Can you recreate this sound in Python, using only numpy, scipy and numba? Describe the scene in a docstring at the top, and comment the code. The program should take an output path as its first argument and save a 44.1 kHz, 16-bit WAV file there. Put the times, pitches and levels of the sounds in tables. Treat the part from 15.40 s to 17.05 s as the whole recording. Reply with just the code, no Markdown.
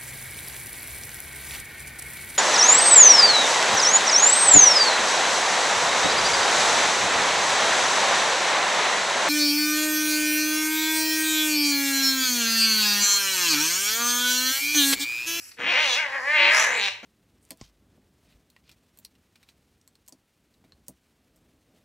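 """A cat on a table in a small tiled room first draws a hissing breath, ending in a soft mouth click.
From 0.17 s it growls: its vocal folds slap unevenly, often in strong-weak pairs, and the slaps ring
the throat and the opening mouth. Around 1 s the growl swells into a harsh yowl, which ends in a rattle
by 1.5 s; one low rasp follows. All along the room echoes briefly over faint air noise and mains hum,
and a phone about a metre away listens and widens the stereo sound."""
import sys
import numpy as np
from scipy import signal
from scipy.fft import rfft, irfft
from scipy.io import wavfile
from scipy.ndimage import uniform_filter1d
from numba import njit

SR = 44100
rng = np.random.default_rng(int(sys.argv[2]) if len(sys.argv) > 2 else 0)


def file_out(sig):
    """Save sig as 16-bit WAV at sys.argv[1]."""
    # one column per channel
    cols = np.atleast_2d(sig).T
    # limit, then scale
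    lim = np.clip(cols, -1, 1)
    pcm = np.round(lim * 32767).astype(np.int16)
    wavfile.write(sys.argv[1], SR, pcm)


N = 72765

# How hard the cat cries; the mouth and chest sounds follow it: t/s, level/dB
EFFORT = [(.168, -50), (.202, -32), (.286, -18.5), (.334, -19), (.374, -17.5), (.51, -23), (.598, -20.5),
          (.696, -36), (.75, -24.5), (.775, -27), (.806, -37), (.89, -20), (.974, -15), (1.07, -15),
          (1.256, -19.5), (1.264, -22.5), (1.485, -24.5)]
def cat(start_s=0.17, stop_s=1.489, fade_s=0.0045):
    """The growl and yowl: slaps and puffs of air make the mouth, chest, throat and teeth gap ring."""
    t = np.arange(N) / SR
    slaps, air = vocal_folds()
    effort_db = curve(EFFORT)
    voice = (mouth(slaps + air, effort_db) + chest(slaps, effort_db) + throat(slaps + air / 2)
             + upper_mouth(slaps + air) + teeth(slaps + 2 * air))
    return voice * (t > start_s) * fade_after(stop_s, fade_s)


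# The pitch, or how often the vocal folds slap: t/s, f/Hz
PITCH = [(.23, 483.5), (.28, 670.6), (.315, 739.5), (.332, 499.5), (.355, 510), (.39, 614.2), (.425, 623.3),
         (.46, 558), (.52, 485.3), (.545, 474), (.575, 587.3), (.6, 645.6), (.635, 592.6), (.7, 522.3),
         (.755, 555.8), (.815, 494.6), (.86, 555.4), (.9, 593.8), (.95, 615), (.995, 567.7), (1.075, 575.2),
         (1.135, 635.8), (1.265, 629), (1.28, 513.1), (1.345, 502.7), (1.405, 397.2), (1.465, 402.7),
         (1.5, 355.2)]
# How uneven the slaps are: t/s, roughness/0-1, weakening of every second slap/dB,
# lateness of that slap/cycles, flutter that repeats every five slaps/dB
UNEVENNESS = [ (.17, .8, 18, 0, 0), (.31, .35, 15, .1, 0), (.34, .33, 3, .13, 2), (.46, .34, 4, .15, 2),
              (.52, .11, 4, .14, 0), (.61, .25, 3, .16, 0), (.68, .42, 5, .12, 0), (.755, .27, 9, .08, 0),
              (.8, .45, 8, .1, 0), (.84, .12, 7, .1, 0), (.905, .05, 3, .02, 0), (.95, .12, 6, .1, 0),
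              (1., .27, 2, .04, 4.5), (1.08, .3, 2, .04, 4.5), (1.14, .8, 0, 0, 2), (1.37, 1, 3, 0, 0),
              (1.41, .24, 14, 0, 0), (1.5, .38, 14, 0, 0)]
def vocal_folds(jitter_cycles=.11, scatter_db=4.2, flutter_cycles_per_db=.02, air_gain=.8):
    """The folds slap shut once a cycle, limping in pairs; a puff of air follows each slap."""
    cycles = np.cumsum(curve(PITCH)) / SR
    count = np.arange(1, int(cycles[-1]))
    due_s = np.interp(count, cycles, np.arange(N) / SR)
    rough, weak_db, late, flutter_db = (curve(UNEVENNESS, column, due_s) for column in range(1, 5))
    time_luck, size_luck = rng.standard_normal((len(count), 2)).T
    is_weak = count % 2
    flutter_angle = 2 * np.pi * count * 2 / 5
    shift_cycles = jitter_cycles * rough * time_luck + late * is_weak
    shift_cycles += flutter_cycles_per_db * flutter_db * np.sin(flutter_angle)
    slap_s = due_s + shift_cycles / curve(PITCH, at=due_s)
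    random_db = scatter_db * np.sqrt(rough) * np.minimum(size_luck, 1.6)
    size = gain(random_db - weak_db * is_weak + flutter_db * np.cos(flutter_angle))
    # Each slap is spread over 16 samples, so it can land between two of them.
    samples = (slap_s * SR).astype(int)[:, None] + np.arange(-7, 9)
    offset = samples - slap_s[:, None] * SR
    slaps = np.zeros(N)
    np.add.at(slaps, np.clip(samples, 0, N - 1), size[:, None] * np.sinc(offset) * np.sinc(offset / 8))
    puff_shape = signal.lfilter([1], [1, -np.exp(-1 / (.0012 * SR))], slaps)  # fades over 1.2 ms
    puffs = puff_shape * rng.standard_normal(N)
    return steady(slaps), air_gain * curve(UNEVENNESS) * steady(puffs)


# Where the mouth rings: t/s, centre f/Hz, width/Hz
MOUTH_RING = [(.2, 2110, 1700), (.3, 2570, 1430), (.38, 2160, 1020), (.53, 3130, 2440), (.59, 2220, 1302),
              (.68, 1845, 427), (.76, 1920, 591.7), (.82, 1800, 485), (.89, 2006, 484), (.94, 1940, 696),
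              (.99, 2360, 1060), (1.09, 2300, 1050), (1.135, 1915, 840), (1.2, 2000, 1400),
              (1.28, 1920, 855), (1.37, 2210, 676), (1.45, 2440, 1440)]
# The mouth's unchanging tone: f/Hz, level/dB
MOUTH_TONE = [(300, -33.5), (1000, -10), (1340, -3.5), (1540, 5), (1950, 0), (2700, 0.5), (3400, 0.5),
              (4500, -11), (6000, -14.5), (14000, -50.5)]
def mouth(source, effort_db, trim_db=-3):
    """The mouth rings higher and over a wider band as the jaw opens."""
    hz, width_hz = curve(MOUTH_RING), curve(MOUTH_RING, 2)
    ringing = ring(ring(source, hz, width_hz), hz, width_hz)
    return gain(effort_db + trim_db) * steady(colour(ringing, MOUTH_TONE))


# The chest's deep tone: f/Hz, level/dB
CHEST_TONE = [(100, -49), (185, -0.5), (250, -10), (345, 0), (450, 8.5), (1500, -99.5)]
# The chest's loudness, added to the effort: t/s, level/dB
CHEST_LEVEL = [(.18, -13), (.23, -18.5), (.3, -26.5), (.4, -32.5), (.55, -36), (.8, -40), (.92, -44),
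               (1.02, -28), (1.2, -35.5), (1.38, -19), (1.48, -31.5)]
def chest(slaps, effort_db):
    """The slaps make the chest rumble."""
    return gain(effort_db + curve(CHEST_LEVEL)) * steady(colour(slaps, CHEST_TONE))


# The throat's tone: f/Hz, level/dB
THROAT_TONE = [(60, -40), (200, -22), (420, -12), (520, -4), (720, -3), (920, 3), (1060, -3), (1230, -3),
               (1500, -14), (2200, -34), (5000, -60)]
# The throat's loudness before the trim: t/s, level/dB
THROAT_LEVEL = [(0.17, -74.5), (0.202, -44.5), (0.36, -32), (0.714, -41.5), (0.758, -33.5), (0.784, -39.5),
                (1.08, -28.5), (1.088, -33), (1.204, -28), (1.432, -41.5), (1.485, -39)]
def throat(source, trim_db=-0.5):
    """The throat rings in one fixed band, about 500 to 1200 Hz."""
    return gain(curve(THROAT_LEVEL) + trim_db) * steady(colour(source, THROAT_TONE))


# Where the mouth's higher ring sits: t/s, f/Hz
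UPPER_RING = [(.24, 2800), (.43, 3426), (.53, 3240), (.6, 3060), (.72, 4250), (1.45, 3880)]
# Its unchanging tone: f/Hz, level/dB
UPPER_TONE = [(1500, -18.5), (2700, -3), (4400, 7), (5000, 5.5), (14000, -43)]
# Its loudness before the trim: t/s, level/dB
UPPER_LEVEL = [(0.17, -100), (0.194, -61), (0.312, -26.5), (0.542, -23), (0.642, -51), (0.824, -57.5),
               (1.044, -28), (1.138, -37), (1.22, -32), (1.29, -47), (1.442, -25), (1.485, -34)]
def upper_mouth(source, trim_db=-2):
    """A second, higher ring of the mouth gives the cry its harsh edge."""
    hz, width_hz = curve(UPPER_RING), np.full(N, 750.)
    ringing = ring(ring(source, hz, width_hz), hz, width_hz)
    return gain(curve(UPPER_LEVEL) + trim_db) * steady(colour(ringing, UPPER_TONE))


# Where the gap between the teeth rings: t/s, f/Hz
TEETH_RING = [(.3, 5470), (.53, 6100), (.58, 4960), (1.12, 4660), (1.2, 6080), (1.28, 6000), (1.38, 7840),
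              (1.43, 5630)]
# Its unchanging tone: f/Hz, level/dB
TEETH_TONE = [(1500, -45), (4000, -14), (5000, -1.5), (5700, 1), (6300, 1.5), (7200, 4), (8300, 3),
              (9700, -16), (10900, 3), (12200, -17), (14500, -64)]
# Its loudness before the boost: t/s, level/dB
TEETH_LEVEL = [(0.17, -83), (0.312, -51.5), (0.348, -50), (0.546, -38.5), (0.638, -65), (0.708, -59.5),
               (1.096, -49), (1.146, -34.5), (1.208, -31), (1.292, -46), (1.428, -46), (1.485, -45.5)]
def teeth(hiss, width_hz=540., ring_db=13.5, boost_db=6):
    """Breathy slaps ring the gap between the teeth, adding a bright sizzle."""
    ringing = hiss + gain(ring_db) * ring(hiss, curve(TEETH_RING), np.full(N, width_hz))
    return gain(curve(TEETH_LEVEL) + boost_db) * steady(colour(ringing, TEETH_TONE))


# The tone of a rasp: f/Hz, level/dB
RASP_TONE = [(30, -35), (100, -18), (170, -2), (450, -2), (900, -5), (2300, -3), (3500, -15), (7000, -19),
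             (14000, -40)]
# One row for each rasp: start t/s, hold time/s, level/dB
RASPS = [(0.189, 0.057, -40.5), (1.629, .03, -42)]
def rasps(rise_s=0.0018, fade_s=0.1):
    """Low, throaty rasps as the folds start to move."""
    t = np.arange(N) / SR
    swell = sum(gain(db) * np.clip((t - start) / rise_s, 0, 1) * fade_after(start + hold, fade_s)
                for start, hold, db in RASPS)
    return swell * noise(RASP_TONE)


# The hiss of the breath in: f/Hz, level/dB
BREATH_TONE = [(200, -50), (900, -27), (1600, -15.5), (2000, -17), (2500, -8.5), (3000, -18.5), (3450, -30),
               (4300, -18), (4800, -14), (5450, -5.5), (6800, -15.5), (7800, -2.5), (9300, -23),
               (10500, -4.5), (11200, -15), (12300, -14), (14500, -36)]
# The click that ends it: f/Hz, level/dB
CLICK_TONE = [(300, -31), (1400, -9), (2200, 2), (3300, -11), (4300, 1), (6000, -1.5), (9000, -49)]
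def breath_in(hiss_db=-46.5, stop_s=0.1, fade_s=0.0026, click_db=-45, click_at_s=.119):
    """The cat sucks air through its teeth and stops with a soft click of the mouth."""
    t = np.arange(N) / SR
    click = gain(click_db) * noise(CLICK_TONE) * np.exp(-((t - click_at_s) / 0.0061) ** 2)
    hiss = gain(hiss_db) * noise(BREATH_TONE) * fade_after(stop_s, fade_s)
    return click + hiss


def room(sound, low_fade_s=0.44, high_fade_s=0.36, echo_db=-4.5, spread=.5):
    """The tiles give a short echo, mostly alike left and right; it drops 60 dB in each fade time."""
    t = np.arange(N) / SR
    shared, apart = rng.standard_normal((2, N))
    apart = signal.sosfilt(signal.butter(2, 450, "high", fs=SR, output="sos"), apart)
    bounces = shared + spread * apart * np.array([[1], [-1]])
    lows = signal.sosfilt(signal.butter(2, 3500, fs=SR, output="sos"), bounces)
    echo = lows * gain(-60 * t / low_fade_s) + (bounces - lows) * gain(-60 * t / high_fade_s)
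    echo *= np.clip((t - .003) / .004, 0, 1)  # the first bounce takes 3 ms
    echo /= np.sqrt(np.sum(echo ** 2) / 2)
    return sound + gain(echo_db) * signal.fftconvolve(sound[None], echo, axes=1)[:, :N]


def mains_hum(hz=100, level_db=-72, waver_db=4):
    """Mains electricity hums on one low note whose loudness wavers."""
    waver = noise([(1, 0), (6, 0), (14, -40), (100, -120)])
    return gain(level_db + waver_db * waver) * np.sqrt(2) * np.sin(2 * np.pi * hz * np.arange(N) / SR)


# The tone of the room's air: f/Hz, level/dB
AIR_TONE = [(25, -20), (55, -12), (85, 3.5), (130, -6.5), (400, -5.5), (1000, -17.5), (3000, -14),
            (8000, -29), (14000, -27)]
def room_air(level_db=-66):
    """The air in the room makes a faint, low rush."""
    return gain(level_db) * noise(AIR_TONE)


def gain(db):
    """Turn decibels into a number to multiply by."""
    return 10 ** (np.asarray(db) / 20)


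def fade_after(stop_s, fade_s):
    """Stay at 1 until stop_s, then shrink to about a third every fade_s."""
    return np.exp(-np.maximum(np.arange(N) / SR - stop_s, 0) / fade_s)


def curve(table, column=1, at=None):
    """One column of a table, joined by straight lines in time."""
    rows = np.array(table, float)
    return np.interp(np.arange(N) / SR if at is None else at, rows[:, 0], rows[:, column])


def over_hz(points):
    """Join (f/Hz, value) points into a line across all frequencies."""
    rows = np.array(points, float)
    hz = np.maximum(np.arange(N + 1) * SR / (2 * N), 1)
    return np.interp(np.log(hz), np.log(rows[:, 0]), rows[:, 1])


def colour(sound, tone):
    """Turn frequencies up or down as a (f/Hz, level/dB) table says."""
    cepstrum = irfft(np.log(gain(over_hz(tone))))
    # Keeping one half makes the ringing come after each slap, never before it.
    cepstrum[1:N] *= 2
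    cepstrum[N + 1:] = 0
    return irfft(rfft(sound, 2 * N) * np.exp(rfft(cepstrum)))[:N]


def steady(sound, window=900):
    """Hold the average strength near 1, leaving single slaps uneven."""
    power = uniform_filter1d(uniform_filter1d(sound ** 2, window), window)
    return sound / np.sqrt(np.abs(power) + 1e-12)


def noise(tone):
    """Noise with the given tone and an average strength (rms) of 1."""
    rush = colour(rng.standard_normal(N), tone)
    return rush / np.sqrt(np.mean(rush ** 2))


@njit
def ring(sound, hz, width_hz):
    """Ring like a hollow that changes shape: let one moving band of frequencies through."""
    ringing, band_state, low_state = np.empty(len(sound)), 0., 0.
    for i in range(len(sound)):
        tuning, damping = np.tan(np.pi * hz[i] / SR), width_hz[i] / hz[i]
        band = (band_state + tuning * (sound[i] - low_state)) / (1 + tuning * (tuning + damping))
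        band_state = 2 * band - band_state
        low_state += 2 * tuning * band
        ringing[i] = damping * band
    return ringing


def scene():
    """The cat in the echoing room, over faint hum and air noise."""
    return mains_hum() + room(cat() + breath_in() + rasps()) + room_air()


# How far the stereo widening puts the left channel ahead of the right: f/Hz, phase lead/radians
LEFT_LEAD = [(20, 0), (350, 0), (780, .3), (1000, .1), (1210, -.45), (1600, 0), (2050, .2), (2700, .95),
             (3400, .7), (4150, .75), (4650, 1.8), (4900, 3.3), (5200, 5.1), (5750, 6.2), (6200, 6.4),
             (7300, 7.9), (8500, 9.05), (9400, 9.45), (10300, 10.3), (11400, 11.5), (12000, 12.57)]
# How much louder it makes the left than the right: f/Hz, level/dB
LEFT_LEVEL = [(300, 0), (550, 3.5), (720, 1.5), (1050, 5.5), (1300, 1.3), (2200, .7), (2550, 3.5),
              (3400, 0), (4500, 0), (4900, -2), (5500, 1), (6500, 0)]
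def record(dry, top_hz=15000):
    """The phone's stereo widening shifts phase and loudness between left and right; the top is cut."""
    sides = np.array([[1], [-1]]) / 2
    widening = gain(sides * over_hz(LEFT_LEVEL)) * np.exp(1j * sides * over_hz(LEFT_LEAD))
    heard = irfft(rfft(dry, 2 * N) * widening)[:, :N]
    return signal.sosfilt(signal.ellip(8, .2, 70, top_hz, fs=SR, output="sos"), heard)


dry = scene()
out = record(dry)
file_out(out)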